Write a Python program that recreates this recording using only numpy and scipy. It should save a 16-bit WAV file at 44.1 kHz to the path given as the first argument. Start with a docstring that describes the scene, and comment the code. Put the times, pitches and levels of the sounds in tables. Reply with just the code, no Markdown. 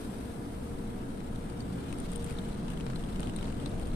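"""Inside a car wash

We sit in a closed car in a tunnel wash: shaped noise rumbles through the body and two wavering tones hum.
Hissing noise with a flickering level is spray on the windscreen; an airy mist layer thins out halfway.
The jets drum, rush and buffet as bands of noise that build up after the first third or so.
Drops are short noise bursts, a ringing knock plus a sharp tick, mostly to the left."""
import sys
import numpy as np
from scipy import signal
from scipy.fft import rfft, irfft
from scipy.io import wavfile
from scipy.ndimage import uniform_filter1d

SR = 44100
rng = np.random.default_rng(int(sys.argv[2]) if len(sys.argv) > 2 else 0)


def generate_wav(signal):
    """Clip the signal to [-1, 1] and save it as 16-bit WAV at the path in sys.argv[1]."""
    frames = np.transpose(np.atleast_2d(signal))
    scaled = np.clip(frames, -1, 1) * 32767
    pcm = np.round(scaled).astype(np.int16)
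    wavfile.write(sys.argv[1], SR, pcm)


N = 174195
TIME = np.arange(N) / SR

# Spectra give a balance only: each layer is scaled before its level is set.
# Levels are those ahead of the microphone ports.

# jets drumming on the roof and bonnet: f/Hz, balance/dB per Hz
DRUMMING_SPECTRUM = [(70, -14.5), (115, -7), (145, -1), (175, 2), (235, -3.5), (290, -5), (350, -12),
                     (700, -22.5), (1500, -34), (4000, -65)]
# drumming: t/s, level/dB
DRUMMING_LEVEL = [(0, -72), (1.38, -56), (1.53, -40.5), (1.9, -43.5), (2.3, -42.5), (2.8, -41),
                  (3.3, -41.5), (3.6, -41), (3.95, -44.5)]
DRUMMING_SURGE_DB = 1.3  # rms
# sheets of water rushing over the body: f/Hz, balance/dB per Hz
RUSH_SPECTRUM = [(35, -8), (72, 7.5), (95, 2), (200, -10.5), (350, 1), (500, -5), (750, -14.5), (1100, -34),
                 (3000, -44)]
# rush: t/s, level/dB
RUSH_LEVEL = [(0, -56.5), (2.3, -53.5), (2.68, -52.5), (2.83, -45), (3.08, -59), (3.22, -40), (3.45, -47.5),
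              (3.62, -43.5), (3.78, -40), (3.95, -45)]
# the body rocking under the jets: f/Hz, balance/dB per Hz
BUFFET_SPECTRUM = [(6, -31), (16, 7.5), (25, -3), (39, 1.5), (50, -16), (90, -22), (300, -85)]
# buffeting: t/s, level/dB
BUFFET_LEVEL = [(0, -51.5), (1.3, -46), (1.85, -49.5), (2.05, -39.5), (2.16, -45), (2.42, -42),
                (2.6, -46.5), (2.72, -41), (2.82, -45), (2.97, -39.5), (3.08, -42), (3.15, -44),
                (3.28, -38), (3.55, -46.5), (3.7, -44), (3.95, -40.5)]

# large drops: t/s, knock level/dB, sharp tick level/dB, pitch of the glass f/Hz
LARGE_DROPS = [ (1.203, -46, -67, 2450), (1.358, -48, -70, 3490), (1.499, -49, -55, 4690),
               (1.604, -41, -53, 4650), (1.926, -39, -47.5, 2500), (1.985, -48, -49.5, 3000),
               (2, -47, -45.5, 2370), (2.117, -55, -46, 3320), (2.1324, -48, -48, 1610),
               (2.1578, -44, -37.5, 3490), (2.2428, -44, -39.5, 3320), (2.2264, -47, -50, 2550),
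               (2.298, -46, -54, 2320), (2.307, -43, -47, 2370), (2.324, -49, -51, 2200),
               (2.386, -38.5, -69, 3600), (2.542, -51, -54, 2200), (2.6808, -40, -62, 3000),
               (2.702, -46, -47, 2930), (2.7342, -45, -57, 1630), (2.7724, -45, -62, 3400),
               (2.7995, -42.5, -57, 2690), (2.8074, -39.5, -66, 2690), (2.8644, -39, -68, 2160),
               (2.8993, -41, -64, 1940), (2.933, -44, -64, 2100), (2.958, -40, -53, 4050),
               (3.0074, -45, -60, 1670), (3.037, -43, -55, 3100), (3.159, -41, -53, 2700),
               (3.1952, -39.5, -54, 1980), (3.204, -46, -38.5, 1940), (3.3622, -48, -40.5, 2280),
               (3.2296, -37.5, -53, 3200), (3.2708, -40, -51, 3000), (3.2953, -42, -48.5, 2760),
               (3.3354, -45, -58, 2070), (3.3866, -41.5, -58, 2540), (3.4266, -38, -52, 2800),
               (3.442, -42.5, -53, 1940), (3.4785, -44, -62, 1660), (3.5239, -44, -54, 2540),
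               (3.599, -45, -54, 3190), (3.6592, -34, -45.5, 3950)]
# dull part of a drop: f/Hz, balance/dB per Hz
KNOCK_SPECTRUM = [(150, 6.5), (600, 4), (1500, -3), (2100, -1.5), (4200, -3), (6500, -9), (14000, -29)]
# sharp part of a drop: f/Hz, balance/dB per Hz
TICK_SPECTRUM = [(2000, -30), (6500, -15), (8200, -5), (9250, 1), (10300, -7), (14000, -9)]
# ticks of large drops move from the left towards the middle: t/s, lean to the left/dB
TICK_SIDE = [(2.3, 6), (2.7, 3.5)]
# a lean raises the left and lowers the right by this much
KNOCK_LEFT_DB = 1.5
# the ring's peak gain grows with pitch
RING_DB_PER_HZ, RING_WIDTH_HZ = .0039, 400
RISE_S, KNOCK_DECAY_S, TICK_DECAY_S = .0011, .003, .002
CABIN_DECAY_S, CABIN_DB = .012, -23
SPLASH_S, SPLASH_DB = .022, -17  # latest droplet, and its level against the main drop

# fine spray on the glass: f/Hz, balance/dB per Hz
SPRAY_SPECTRUM = [(200, -14), (700, -9.5), (1400, -0.5), (2100, -4.5), (3000, -1), (4100, -4.5), (5000, -8),
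                  (6500, -10.5), (10000, -9), (14000, -9.5)]
# spray: t/s, level/dB
SPRAY_LEVEL = [(0, -52.5), (.2, -53), (.45, -56), (.9, -56), (1.5, -53.5), (1.85, -51.5), (2.3, -49.5),
               (2.55, -52.5), (3.0, -52), (3.95, -53)]
SPRAY_FLICKER_DB, SPRAY_PATCHY_DB = 1.5, 2  # rms
SPRAY_PATCH_HZ, SPRAY_PATCH_S = 220, .06

# small drops: t/s, level/dB
PATTER_LEVEL = [(0, -68), (.8, -66), (1.3, -65), (1.8, -77), (2.3, -55.5), (2.55, -59.5), (2.9, -65),
                (3.4, -50), (3.6, -58.5), (3.95, -54)]
PATTER_PER_S, PATTER_SPREAD_DB = 130, 2.5
# loudest tick against the knock, mean drop below that, lean of the tick to the left
PATTER_TICK_DB, PATTER_TICK_SPREAD_DB, PATTER_LEFT_DB = -2, 34, 5

# airy mist: f/Hz, balance/dB per Hz
MIST_SPECTRUM = [(2500, -13), (5000, -14), (7000, -21), (10000, -11), (12000, -9.5), (14000, -14.5)]
# mist: t/s, level/dB
MIST_LEVEL = [(0, -53), (.45, -55.5), (1.0, -58.5), (1.85, -69), (2.0, -82), (2.33, -71), (2.45, -103),
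              (3.95, -63)]

# lower humming motor: t/s, level/dB
LOW_HUM_LEVEL = [(0, -61), (.3, -47.5), (.46, -53.5), (.9, -48.5), (1.15, -54.5), (1.5, -50), (2.03, -64.5),
                 (2.2, -43.5), (2.55, -53.5), (3.5, -54.5), (3.75, -48.5), (3.95, -57)]
# higher humming motor: t/s, level/dB
HIGH_HUM_LEVEL = [(0, -75), (.55, -65), (1.65, -52.5), (2.05, -59), (2.7, -66), (3.95, -64)]
HUM_HZ = (468.3, 476)
HUM_WAVER_HZ, HUM_DRIFT_HZ = .8, 6  # rms pitch wander, and how fast it wanders
HUM_FLUTTER = .22  # rms scatter, as a share of the tone, in each of two quadratures

# machinery heard through the body: f/Hz, balance/dB per Hz
RUMBLE_SPECTRUM = [(20, -11), (45, -7), (66, 0.5), (92, -12.5), (120, -0.5), (150, -7), (190, 0), (280, .5),
                   (320, -5), (440, -5.5), (570, -15), (690, -15.5), (880, -21), (950, -18), (1080, -23),
                   (1500, -27.5), (1900, -28), (2800, -38.5), (6000, -59)]
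RUMBLE_DB = -38.5

# likeness of left and right in the cabin: f/Hz, correlation/-1 to 1
LIKENESS = [(40, 0.95), (200, 0.97), (290, 0.71), (350, 0.89), (430, 0.053), (550, 0.17), (660, 0.18),
            (850, 0.021), (1080, -0.56), (1400, 0.088), (1650, 0.27), (1850, -0.38), (2150, 0.69),
            (2900, -0.34), (3600, 0.081), (6000, 0.0043)]
# colour of the two microphone ports: f/Hz, left level/dB, right level/dB
PORTS = [(106, 3, 2), (254, -1, -0.94), (370, -1.9, -6.5), (690, -0.2, 1.65), (1280, 4, -0.15),
         (2380, -2, -3.5), (4200, -1.5, -4), (6660, -1.5, -3.5), (7760, 2.5, -4), (8800, 7.5, -6.5),
         (10250, -7, -1.5), (10150, -2, -5.5), (11700, -11, -5), (14000, -13, -11)]
EDGE_HZ = 14400


def amp(db):
    """Decibels to gain."""
    return 10 ** (np.asarray(db) / 20)


def unit(x):
    """Scales to rms 1."""
    return x / np.sqrt(np.mean(abs(x) ** 2) + 1e-20)


def at_hz(table, hz, axis=1):
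    """Reads one column of a table on a log-frequency axis."""
    rows = np.array(table)
    return np.interp(np.log(hz + 1), np.log(rows[:, 0] + 1), rows[:, axis])


def level(curve):
    """Gain over time from (t/s, level/dB) points."""
    return amp(np.interp(TIME, *np.transpose(curve)))


def drift(rate_hz):
    """Random motion of rms 1, rolled off above the given rate."""
    hz = np.fft.rfftfreq(N, 1 / SR)
    spectrum = rfft(rng.standard_normal(N))
    return unit(irfft(spectrum / (1 + (hz / rate_hz) ** 2) ** 2, N))


def add(mix, s, sound):
    """Mixes a stereo sound in at time s."""
    part = mix[:, max(round(s * SR), 0):][:, :sound.shape[1]]
    part += sound[:, :part.shape[1]]


def cabin_noise(spectrum):
    """Coloured stereo noise, alike on both sides in the bass and diffuse above."""
    hz = np.fft.rfftfreq(N, 1 / SR)
    left, other = rfft(rng.standard_normal((2, N)))
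    same = np.clip(at_hz(LIKENESS, hz), -1, 1)
    right = same * left + np.sqrt(1 - same ** 2) * other
    return unit(irfft(np.array([left, right]) * amp(at_hz(spectrum, hz)), N))


def jets():
    """Jets drum unevenly on the panels, send water rushing over them and buffet the car in deep gusts."""
    surge = amp(DRUMMING_SURGE_DB * drift(rate_hz=16))
    drumming = level(DRUMMING_LEVEL) * surge * cabin_noise(DRUMMING_SPECTRUM)
    rush = level(RUSH_LEVEL) * cabin_noise(RUSH_SPECTRUM)
    buffet = level(BUFFET_LEVEL) * cabin_noise(BUFFET_SPECTRUM)
    return drumming + rush + buffet


def burst(colour_db, decay_s, left_db):
    """A short splash: quick rise, quick decay and a faint tail from the cabin."""
    phases = np.exp(2j * np.pi * rng.random((2, len(colour_db))))
    noise = irfft(phases * amp(colour_db))
    t = np.arange(noise.shape[1]) / SR
    after = np.maximum(t - RISE_S, 0)
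    decay = np.exp(-after / decay_s) + amp(CABIN_DB) * np.exp(-after / CABIN_DECAY_S)
    shape = np.minimum(t / RISE_S, 1) * decay
    # restore the energy of the envelope, so a longer burst is not made quieter
    splash = unit(noise * shape) * np.sqrt(np.mean(shape ** 2))
    return splash * amp([[left_db], [-left_db]])


def drop(knock_db, tick_db, pitch_hz, tick_left_db, size=2048):
    """One drop: a damped knock of the glass, ringing more when higher, and a sharp tick of bursting water."""
    hz = np.fft.rfftfreq(size, 1 / SR)
    ring_db = RING_DB_PER_HZ * pitch_hz * np.exp(-.5 * ((hz - pitch_hz) / RING_WIDTH_HZ) ** 2)
    knock = burst(at_hz(KNOCK_SPECTRUM, hz) + ring_db, KNOCK_DECAY_S, KNOCK_LEFT_DB)
    tick = burst(at_hz(TICK_SPECTRUM, hz), TICK_DECAY_S, tick_left_db)
    return amp(knock_db) * knock + amp(tick_db) * tick


def large_drops(count=3):
    """Heavy drops and clots of foam crack on the windscreen; each throws off droplets that land just after."""
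    out = np.zeros((2, N))
    for s, knock_db, tick_db, pitch_hz in LARGE_DROPS:
        left_db = np.interp(s, *np.transpose(TICK_SIDE))
        add(out, s, drop(knock_db, tick_db, pitch_hz, left_db))
        for late, pitch in rng.random((count, 2)):
            droplet = drop(knock_db, tick_db, pitch_hz * (.5 + pitch), left_db)
            add(out, s + late * SPLASH_S, amp(SPLASH_DB) * droplet)
    return out


def spray(size=1024):
    """Spray hisses on the glass; its colour shifts in small patches and its level flickers."""
    hz, t, z = signal.stft(cabin_noise(SPRAY_SPECTRUM), SR, nperseg=size)
    patch_bins = max(round(SPRAY_PATCH_HZ / hz[1]), 1)
    patch_frames = max(round(SPRAY_PATCH_S / t[1]), 1)
    # smooth random gains across frequency, then across time
    patches = uniform_filter1d(rng.standard_normal(z.shape[1:]), patch_bins, axis=0)
    patches = unit(uniform_filter1d(patches, patch_frames, axis=1))
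    hiss = signal.istft(z * amp(SPRAY_PATCHY_DB * patches), SR, nperseg=size)[1][:, :N]
    flicker = amp(SPRAY_FLICKER_DB * drift(rate_hz=59))
    return level(SPRAY_LEVEL) * flicker * unit(hiss)


def patter(count=24):
    """Small drops of random size land on many spots of the glass, each spot with its own pitch and tick."""
    out = np.zeros((2, N))
    for spot in range(count):
        tick_db = PATTER_TICK_DB - PATTER_TICK_SPREAD_DB * rng.exponential()
        sound = drop(0, tick_db, rng.uniform(1100, 4400), PATTER_LEFT_DB)
        lands = rng.random(N) < PATTER_PER_S / count / SR
        sizes = amp(PATTER_SPREAD_DB * np.minimum(rng.exponential(1, N), 3))
        out += signal.oaconvolve((lands * sizes)[None], sound, axes=1)[:, :N]
    return level(PATTER_LEVEL) * unit(out)


def mist():
    """The finest droplets give an airy hiss that sinks away by the middle and creeps back."""
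    return level(MIST_LEVEL) * cabin_noise(MIST_SPECTRUM)


def hum():
    """Two motors of nearly the same pitch swell, fade and beat; the tunnel scatters them to each side."""
    out = np.zeros((2, N))
    for hz, curve in zip(HUM_HZ, (LOW_HUM_LEVEL, HIGH_HUM_LEVEL)):
        pitch_hz = hz + HUM_WAVER_HZ * drift(HUM_DRIFT_HZ)
        turn = np.exp(2j * np.pi * np.cumsum(pitch_hz) / SR)
        for side in out:
            # independent scatter per side wobbles both loudness and phase
            scatter = HUM_FLUTTER * (drift(HUM_DRIFT_HZ) + 1j * drift(HUM_DRIFT_HZ))
            side += level(curve) * unit((turn * (1 + scatter)).real)
    return out


def machinery():
    """Steady rumble of the wash, heard through the body as bass-heavy noise."""
    return amp(RUMBLE_DB) * cabin_noise(RUMBLE_SPECTRUM)


def scene():
    """Everything heard from the front seat."""
    return jets() + large_drops() + spray() + patter() + mist() + hum() + machinery()


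def record(dry):
    """Each microphone port adds its own colour; then the band limit."""
    hz = np.fft.rfftfreq(N, 1 / SR)
    port_db = [at_hz(PORTS, hz, axis=1), at_hz(PORTS, hz, axis=2)]
    coloured = irfft(rfft(dry) * amp(port_db), N)
    low_pass = signal.firwin(511, EDGE_HZ, window=("kaiser", 9), fs=SR)
    return signal.oaconvolve(coloured, low_pass[None], "same", axes=1)


dry = scene()
out = record(dry)
generate_wav(out)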